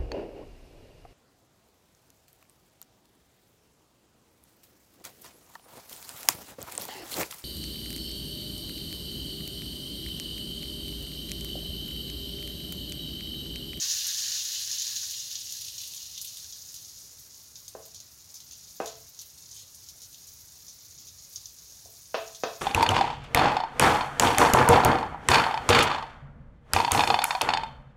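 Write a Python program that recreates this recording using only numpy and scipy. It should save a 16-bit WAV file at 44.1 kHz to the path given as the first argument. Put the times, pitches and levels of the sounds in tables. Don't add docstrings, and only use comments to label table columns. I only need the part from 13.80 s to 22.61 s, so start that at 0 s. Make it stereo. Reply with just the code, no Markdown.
import sys
import numpy as np
from scipy import signal
from scipy.fft import rfft, irfft, next_fast_len
from scipy.io import wavfile
from scipy.ndimage import uniform_filter1d

SR = 44100
rng = np.random.default_rng(int(sys.argv[2]) if len(sys.argv) > 2 else 0)


def digitize_waveform(pressure):
    field = np.atleast_2d(pressure).T
    bounded = np.clip(field, -1, 1)
    quanta = np.round(bounded * 32767).astype(np.int16)
    wavfile.write(sys.argv[1], SR, quanta)


def makeup_ratio(level_db):
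    decades = np.asarray(level_db, float) / 20
    return 10 ** decades


N = 388521
SIZE = next_fast_len(N + SR)
SIDES = np.array([[0.5], [-0.5]])

# f/Hz, level/dB per Hz
MIDDLE_COLOUR = [(1200, -56.5), (2000, -18.5), (2250, -16), (2550, -8.5), (2900, -2.5), (3300, 0),
                 (3600, 2), (4200, 0), (5000, -7.5), (8000, -120)]
FIZZ_COLOUR = [(1650, -46.5), (2800, -27.5), (3170, -14.5), (3610, -9.5), (4070, -9), (4400, -6),
               (5460, -2.5), (6370, 0), (7070, -2), (7660, -21), (8000, -26.5), (10400, -30), (17600, -120)]
SPIT_COLOUR = [(4470, -32.5), (7600, -1), (9150, -1.5), (11000, -0.5), (14300, -13.5), (22000, -120)]
MIST_COLOUR = [(9500, -50.5), (11000, -6), (12500, -4), (14000, -3), (16000, -5)]
# t/s, left-right level/dB
PAN_DRIFT = [(0, -1.5), (2, 0), (4.5, 0.5), (5.5, 0), (6.5, 1), (8.81, 1.5)]


def evened(x):
    return x / np.sqrt(np.mean(x ** 2) + 1e-20)


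def read(points, hz):
    f, value = np.transpose(points)
    return np.interp(np.log(hz + 1), np.log(f + 1), value)


def click(points, size=2048):
    level_db = np.maximum(read(points, np.fft.rfftfreq(size, 1 / SR)), -100)
    cepstrum = irfft(np.log(makeup_ratio(level_db)))
    cepstrum[1:size // 2] *= 2
    cepstrum[size // 2 + 1:] = 0
    return evened(irfft(np.exp(rfft(cepstrum)))) / np.sqrt(size)


def echoes(near_db, near_t60, far_db):
    # f/Hz, t60/s
    kitchen = [(150, 0.2), (500, 0.37), (1500, 0.42), (4000, 0.42), (7000, 0.11), (14000, 0.22)]
    length = SR // 2
    taps = np.zeros((2, length))
    slots = np.arange(30, length - 20, 20)
    at = slots + rng.integers(0, 20, (2, len(slots)))
    np.put_along_axis(taps, at, rng.choice([-1., 1.], at.shape), 1)
    hz, t, z = signal.stft(taps, SR, nperseg=256)
    alike = 1 / (1 + (hz[:, None] / 700) ** 2)
    z[1] = alike * z[0] + np.sqrt(1 - alike ** 2) * z[1]
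    tail_decay = makeup_ratio(-60 * t / read(kitchen, hz)[:, None])
    far = signal.istft(z * tail_decay, SR, nperseg=256)[1][:, :length]
    near = signal.istft(z, SR, nperseg=256)[1][:, :length]
    age = np.arange(length)
    far *= np.minimum(age / (0.0032 * SR), 1)
    near *= makeup_ratio(-60 * age / SR / near_t60)
    answer = makeup_ratio(near_db) * near / np.linalg.norm(near[0]) + makeup_ratio(far_db) * far / np.linalg.norm(far[0])
    answer[:, 0] = 1
    return answer


def hum():
    # f/Hz, level/dB per Hz
    colour = [(12, -44), (20, -48), (63, -1), (92, 2), (144, -4.5), (209, -11), (436, -14.5), (623, -15.5),
              (908, -17), (1070, -16), (1810, -18), (3000, -16.5), (3900, -77), (6600, -120)]
    # f/Hz, left-right correlation
    likeness = [(60, 0.7), (240, 0.13), (950, 0.064), (3770, 0.11), (15000, 0.21)]
    frames, hz = N // 512 + 5, np.fft.rfftfreq(2048, 1 / SR)
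    a, b, c, d, patches = rng.standard_normal((frames, 1025, 5)).T
    patches = evened(uniform_filter1d(uniform_filter1d(patches, 8, 0), 6, 1))
    alike = np.clip(read(likeness, hz), -1, 1)[:, None]
    left = a + 1j * b
    right = alike * left + np.sqrt(1 - alike ** 2) * (c + 1j * d)
    z = np.array([left, right]) * makeup_ratio(read(colour, hz)[:, None] + 1.44 * patches)
    noise = signal.istft(z, nperseg=2048, noverlap=1536)[1][:, :N]
    return makeup_ratio(-61) * evened(noise)


def spoon_blow(hard_db, tick_db, low_db, t):
    # f/Hz, level/dB per Hz
    clack_colour = [(71, -48), (120, -20), (179, -17.5), (313, -11.5), (405, 1), (540, 1), (665, 4.5),
                    (832, -2.5), (1130, -4.5), (1300, -6.5), (1710, -10), (2280, -15), (2590, -13.5),
                    (2850, -17.5), (5500, -35.5), (7150, -85), (12100, -120)]
    # f/Hz, level/dB per Hz
    tick_colour = [(1000, 2), (1800, -10), (3000, 12), (4500, 4.5), (6300, 12), (6900, 2), (7500, -50),
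                   (9000, -112)]
    contact_s = 0.00054
    colour = []
    for hz, db in clack_colour:
        brightness_db = hard_db * max(np.log2(hz / 700), 0)
        thud_db = low_db * np.clip(np.log2(700 / hz), 0, 1)
        colour.append((hz, db + brightness_db + thud_db))
    clack = click(colour, size=len(t)) * (1 - np.exp(-t / contact_s))
    clack = signal.lfilter(*signal.butter(2, 170, "high", fs=SR), clack)
    tick = makeup_ratio(tick_db) * click(tick_colour, size=len(t)) / abs(click(tick_colour)).max()
    blow = clack / abs(clack).max() + tick
    return blow + makeup_ratio(-9.0) * np.roll(blow, round(0.0039 * SR))


def bowl_ring(hard_db, spot, t):
    # f/Hz, level struck on the side/dB, level struck on the rim/dB, t60/s
    modes = [(355, -13, -18, .3), (441, -5, -7, .42), (495, -5, -20, .3), (574, -11, -9, .25),
             (644, -2, -18, .36), (660, -12, 0, .46), (683, -7, -2, .43), (790, -18, -18, .2),
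             (980, -16, -12, .12), (1120, -18, -10, .2), (1470, -16, -17, .15), (1690, -20, -17, .2),
             (1980, -24, -22, .15), (2500, -24, -22, .12)]
    slosh_db, slosh_s, swell_s = 2, 0.012, 0.0033
    lead = 0.47 * np.array([[1], [-1]])
    slosh = rng.standard_normal((len(modes), len(t)))
    slosh = evened(uniform_filter1d(slosh, round(slosh_s * SR), axis=1))
    ring = 0
    for k, (hz, side, rim, t60) in enumerate(modes):
        struck_db = side + spot * (rim - side)
        dull_db = min(hard_db, 0) * max(np.log2(hz / 700), 0)
        level_db = struck_db + dull_db - 60 * t / t60 + slosh_db * slosh[k]
        ring = ring + makeup_ratio(level_db) * np.sin(2 * np.pi * hz * t + lead * (-1) ** k)
    fade = signal.windows.tukey(2 * len(t), .2)[len(t):]
    return ring * (1 - np.exp(-t / swell_s)) * fade


def knocks():
    # t/s, level/dB, hardness/dB per octave above 700 Hz,
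    # tick level/dB re clack, low thud/dB an octave below 700 Hz, spot (0 side to 1 rim)
    strikes = [(3.951, -29, -5, -40, 4, 0.11), (5.002, -18, 0, -30, 3, 0.22), (5.02, -32, 8, -25, -8, .3),
               (8.057, -45, -17, -40, 3, .5), (8.344, -15, 3, -20, -5, 1), (8.349, -19, 7, -17, -8, 0.67),
               (8.636, -15.5, 3.5, -8, 1, 0.66)]
    # f/Hz, level/dB
    toward_walls = [(150, -0.5), (300, -4), (650, -4), (1000, -0.5), (2000, 0.5), (4000, 6.5)]
    # near level/dB, near t60/s, far level/dB
    knock_echoes = (-12, 0.017, 0)
    ring_db, ring_db_per_hard = -12.5, -0.8
    pan_db = -0.5
    out, t = np.zeros((2, N + 2 * SR)), np.arange(16384) / SR
    walls = np.fft.fftshift(irfft(makeup_ratio(read(toward_walls, np.fft.rfftfreq(512, 1 / SR)))))
    for s, peak_db, hard_db, tick_db, low_db, spot in strikes:
        blow = spoon_blow(hard_db, tick_db, low_db, t)
        ring = bowl_ring(hard_db, spot, t)
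        brush = makeup_ratio(-36.0 - 60 * t[::-1] / 0.014) * rng.standard_normal(len(t))
        brush[-1] = 1
        answer = echoes(*knock_echoes)
        answer[:, 1:] = signal.fftconvolve(answer[:, 1:], walls[None], "same", axes=1)
        sound = signal.fftconvolve(signal.fftconvolve(blow, brush)[None], answer, axes=1)
        sound[:, len(t):2 * len(t)] += makeup_ratio(ring_db + ring_db_per_hard * max(hard_db, 0)) * ring
        start = round(s * SR) - len(t)
        out[:, start:][:, :sound.shape[1]] += makeup_ratio(peak_db + SIDES * pan_db) * sound
    return out[:, :N]


def pops():
    # t/s, level/dB, deeper part/dB, fizzle/dB, fine spit/dB
    bursts = [(0.0858, -31, -17, -15, -24), (0.1124, -17, -28, -10, -16), (0.1274, -24, -11, -17, -33),
              (0.268, -27.5, -18, -14, 6), (0.413, -27, -17, -16, -13), (0.521, -21.5, -5, -11, -27),
              (0.746, -31, 3.5, -4.5, -6), (0.915, -17, -43, -10, -18), (0.984, -18, -32, -11, -41),
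              (1.019, -21, -8, -20, -12), (1.078, -20, -17, -9, -20), (1.1626, -19, -8, -10, -20),
              (1.215, -21.5, -28, -6, -15), (1.31, -25.5, -15, -5, -11), (1.398, -27, -17, -9, -14),
              (1.514, -25, -10, -17, -18), (1.555, -20, -7.5, -11, -32), (1.723, -22, -17, -12, -10.5),
              (1.767, -33, -11, -4, -8), (1.811, -30, -5, -7.5, -4), (1.847, -32, -4, -19, -5),
              (1.884, -27, -3, -16, -12), (1.981, -24, -9, -7, -11), (2.015, -33, -1, -15, -5),
              (2.074, -36.5, -11, -11, 2), (2.136, -33.5, -2, -21, -1), (2.146, -32, -15, -8, -6),
              (2.1636, -29.5, -10, -4.5, -8), (2.2272, -31, -14, -20, -8), (2.3781, -25.5, -3.5, -13, -11),
              (2.4144, -24, -25, -16, -7.5), (2.446, -38, 5.5, -11, 7), (2.473, -28.5, -15, -14, -11),
              (2.5707, -33.5, 0, -19, -1), (2.644, -33, -7.5, -12, -23), (2.7243, -28, -13.5, -10, -19),
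              (2.942, -31, -8.5, -15, -4), (2.962, -34, -9, -6.5, -12), (3.394, -46, -28, -6, 7),
              (3.7564, -30, -16, -8, -30), (3.8804, -29, -15, -13, -7), (4.0534, -40, -11, -6, 2),
              (4.1458, -31, -17, -5.5, -11), (4.2022, -32, -15, -10, -12), (4.491, -41, -22, -9, -11),
              (4.542, -32.5, -36, -5, -7), (4.603, -34, -8.5, -10, -14), (4.711, -33, -11.5, -4.5, -25),
              (5.059, -25.5, -9.5, -5, -15), (5.2663, -42, -25, -8, -6), (5.3907, -28, -17, -8, -12),
              (5.4142, -38, -4.5, -8.5, -2), (5.585, -39, -24, -15, -6), (5.6237, -35.5, -33, -16, -19),
              (5.713, -31.5, -22, -6, -13), (5.741, -49, -8.5, 10.5, 0), (5.946, -37.5, -17, -10, -4.5),
              (6.0872, -31.5, -17, -8.5, -8), (6.218, -33.5, -15, -6.5, -6), (6.328, -39, -11, -8, -6),
              (6.345, -35, -5, -15, -20), (6.469, -42.5, -18, 2, 0), (6.882, -32, -46, -6, -30),
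              (7.1862, -33.5, -25, -6, -25), (7.2698, -37, -15, -3, -29), (7.423, -38.5, -25, -5, -13),
              (7.525, -46, -16, 1, 4), (7.5593, -23, -20, -11.5, -18), (7.657, -26, -20, -14, -18),
              (8.051, -36, -16, -18, -12), (8.5478, -31.5, -6.5, -11, -32)]
    scatter_db, spit_scatter_db = 3, 6
    out, t = np.zeros((2, N + 2 * SR)), np.arange(SR // 5) / SR
    middle, spit, mist = (click(c) for c in (MIDDLE_COLOUR, SPIT_COLOUR, MIST_COLOUR))
    fizz = click([(hz, 1.49 * db) for hz, db in FIZZ_COLOUR])
    for s, peak_db, deep_db, fizzle_db, spit_db in bursts:
        pan_db = np.interp(s, *np.transpose(PAN_DRIFT)) + scatter_db * rng.standard_normal()
        fine_gain = makeup_ratio(spit_scatter_db * (rng.random((2, 1)) - 1.0))
        spray = makeup_ratio(spit_db) * (fine_gain * [spit, mist]).sum(0)
        age = t / (0.015 * makeup_ratio(0.5 * fizzle_db))
        swell = makeup_ratio(fizzle_db) * age * np.exp(-age)
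        train = swell * rng.standard_normal(len(t)) * (rng.random(len(t)) < .05)
        train[0] = 1
        spatter = makeup_ratio(-9.5 - 60 * t / 0.068) * rng.standard_normal(len(t)) * (rng.random(len(t)) < .1)
        burst = signal.fftconvolve(fizz + makeup_ratio(deep_db) * middle, train)
        burst = burst + signal.fftconvolve(spray, .5 * train + spatter)
        burst = makeup_ratio(peak_db) * burst / abs(fizz).max()
        sound = signal.fftconvolve(burst[None], echoes(near_db=0, near_t60=0.015, far_db=0.051), axes=1)
        out[:, round(s * SR):][:, :sound.shape[1]] += sound * makeup_ratio(SIDES * pan_db)
    return out[:, :N]


def bubbles(per_s, heat, clump_db):
    spread_db = 4
    clumps = evened(uniform_filter1d(uniform_filter1d(rng.standard_normal(N), 450), 450))
    chance, size = rng.random((2, N))
    bursts = (chance < heat * per_s / SR) / np.sqrt(heat)
    size = np.maximum(size, .015)
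    return evened(bursts * makeup_ratio(-spread_db * np.log(size) + clump_db * clumps / np.sqrt(heat)))


def frying(count=4):
    # t/s, relative level of its fizz/dB
    heat_curve = [(0.0, -37), (0.3, -38), (0.5, -38), (0.65, -39.5), (1.1, -41), (1.22, -41.5), (1.27, -43),
                  (1.5, -45.5), (2.1, -50), (2.55, -50.5), (2.7, -53), (3.0, -52), (3.3, -56.5),
                  (4.1, -60.5), (4.45, -60), (4.9, -56), (5.3, -58.5), (6.5, -58), (7.1, -58.5), (7.9, -58),
                  (8.81, -56)]
    # level at a brisk fry/dB, slope/dB per dB
    follow = [(-76, 1.88), (-55, 0.89), (-56.5, 0.7636), (-54.5, 0.69)]
    # bursts per s at heat 1, clumping/dB at heat 1
    sizes = [(400, 8.5), (500, 4.5), (900, 1.5), (2000, 1.5), (3000, 2.5)]
    together = [0.6, 0.91, 0.75, 0.43, 0.29]
    # f/Hz, level/dB per Hz
    large_colour = [(350, -30.5), (600, -18), (970, -27), (1100, -9), (1400, -13), (1520, -1.5),
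                    (1600, -6.5), (1680, 2.5), (1730, -5.5), (1780, 5), (1880, -4.5), (2000, -9),
                    (2090, -7), (2170, -19), (2300, 0), (2500, -17), (3000, -56), (5000, -120)]
    brisk_db, simmer_db, dying_db_per_db = -48, -50, 4.5
    t = np.arange(N) / SR
    fizz_db = np.interp(t, *np.transpose(heat_curve))
    large_db, middle_db, spit_db, mist_db = (db + slope * (fizz_db - brisk_db) for db, slope in follow)
    middle_db = middle_db - dying_db_per_db * np.maximum(simmer_db - fizz_db, 0)
    heat = makeup_ratio(.4 * (fizz_db + 56.0))
    shared = bubbles(1000, heat, clump_db=2)
    spot = rng.integers(0, count, N)
    own = [bubbles(per_s, heat, db) for per_s, db in sizes]
    levels = makeup_ratio([large_db, middle_db, fizz_db, spit_db, mist_db])
    parts = (np.outer(together, shared) + np.array(own)) * levels
    colours = (large_colour, MIDDLE_COLOUR, FIZZ_COLOUR, SPIT_COLOUR, MIST_COLOUR)
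    clicks = rfft([click(c) for c in colours], SIZE)
    out = 0
    for k in range(count):
        dry_spot = (rfft(parts * (spot == k), SIZE) * clicks).sum(0)
        out = out + dry_spot * rfft(echoes(near_db=-2.3, near_t60=0.045, far_db=-0.17), SIZE)
    return irfft(out, SIZE)[:, :N] * makeup_ratio(SIDES * np.interp(t, *np.transpose(PAN_DRIFT)))


def scene():
    return hum() + knocks() + pops() + frying()


def top_cut(x):
    return signal.sosfilt(signal.butter(12, 16490, fs=SR, output="sos"), x)


def record(dry):
    # f/Hz, left-right level/dB
    level_gap = [(60, 0.5), (150, 1), (380, 1.5), (950, -0.5), (2380, 0.5), (5980, -0.5), (8500, 7),
                 (15000, 3.5)]
    # f/Hz, radians by which the left leads
    phase_lead = [(100, 0.016), (1800, 0.34), (4500, 1.64), (5700, 0.54), (6500, 0.27), (8000, .1),
                  (15000, .05)]
    edge_hz = 15900
    hz = np.fft.rfftfreq(SIZE, 1 / SR)
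    microphones = makeup_ratio(SIDES * read(level_gap, hz)) * np.exp(1j * SIDES * read(phase_lead, hz))
    band = np.clip((edge_hz - hz) / 60, .005, 1)
    heard = irfft(rfft(dry, SIZE) * microphones * band, SIZE)[:, :N]
    return top_cut(heard)


dry = scene()
out = record(dry)
digitize_waveform(out)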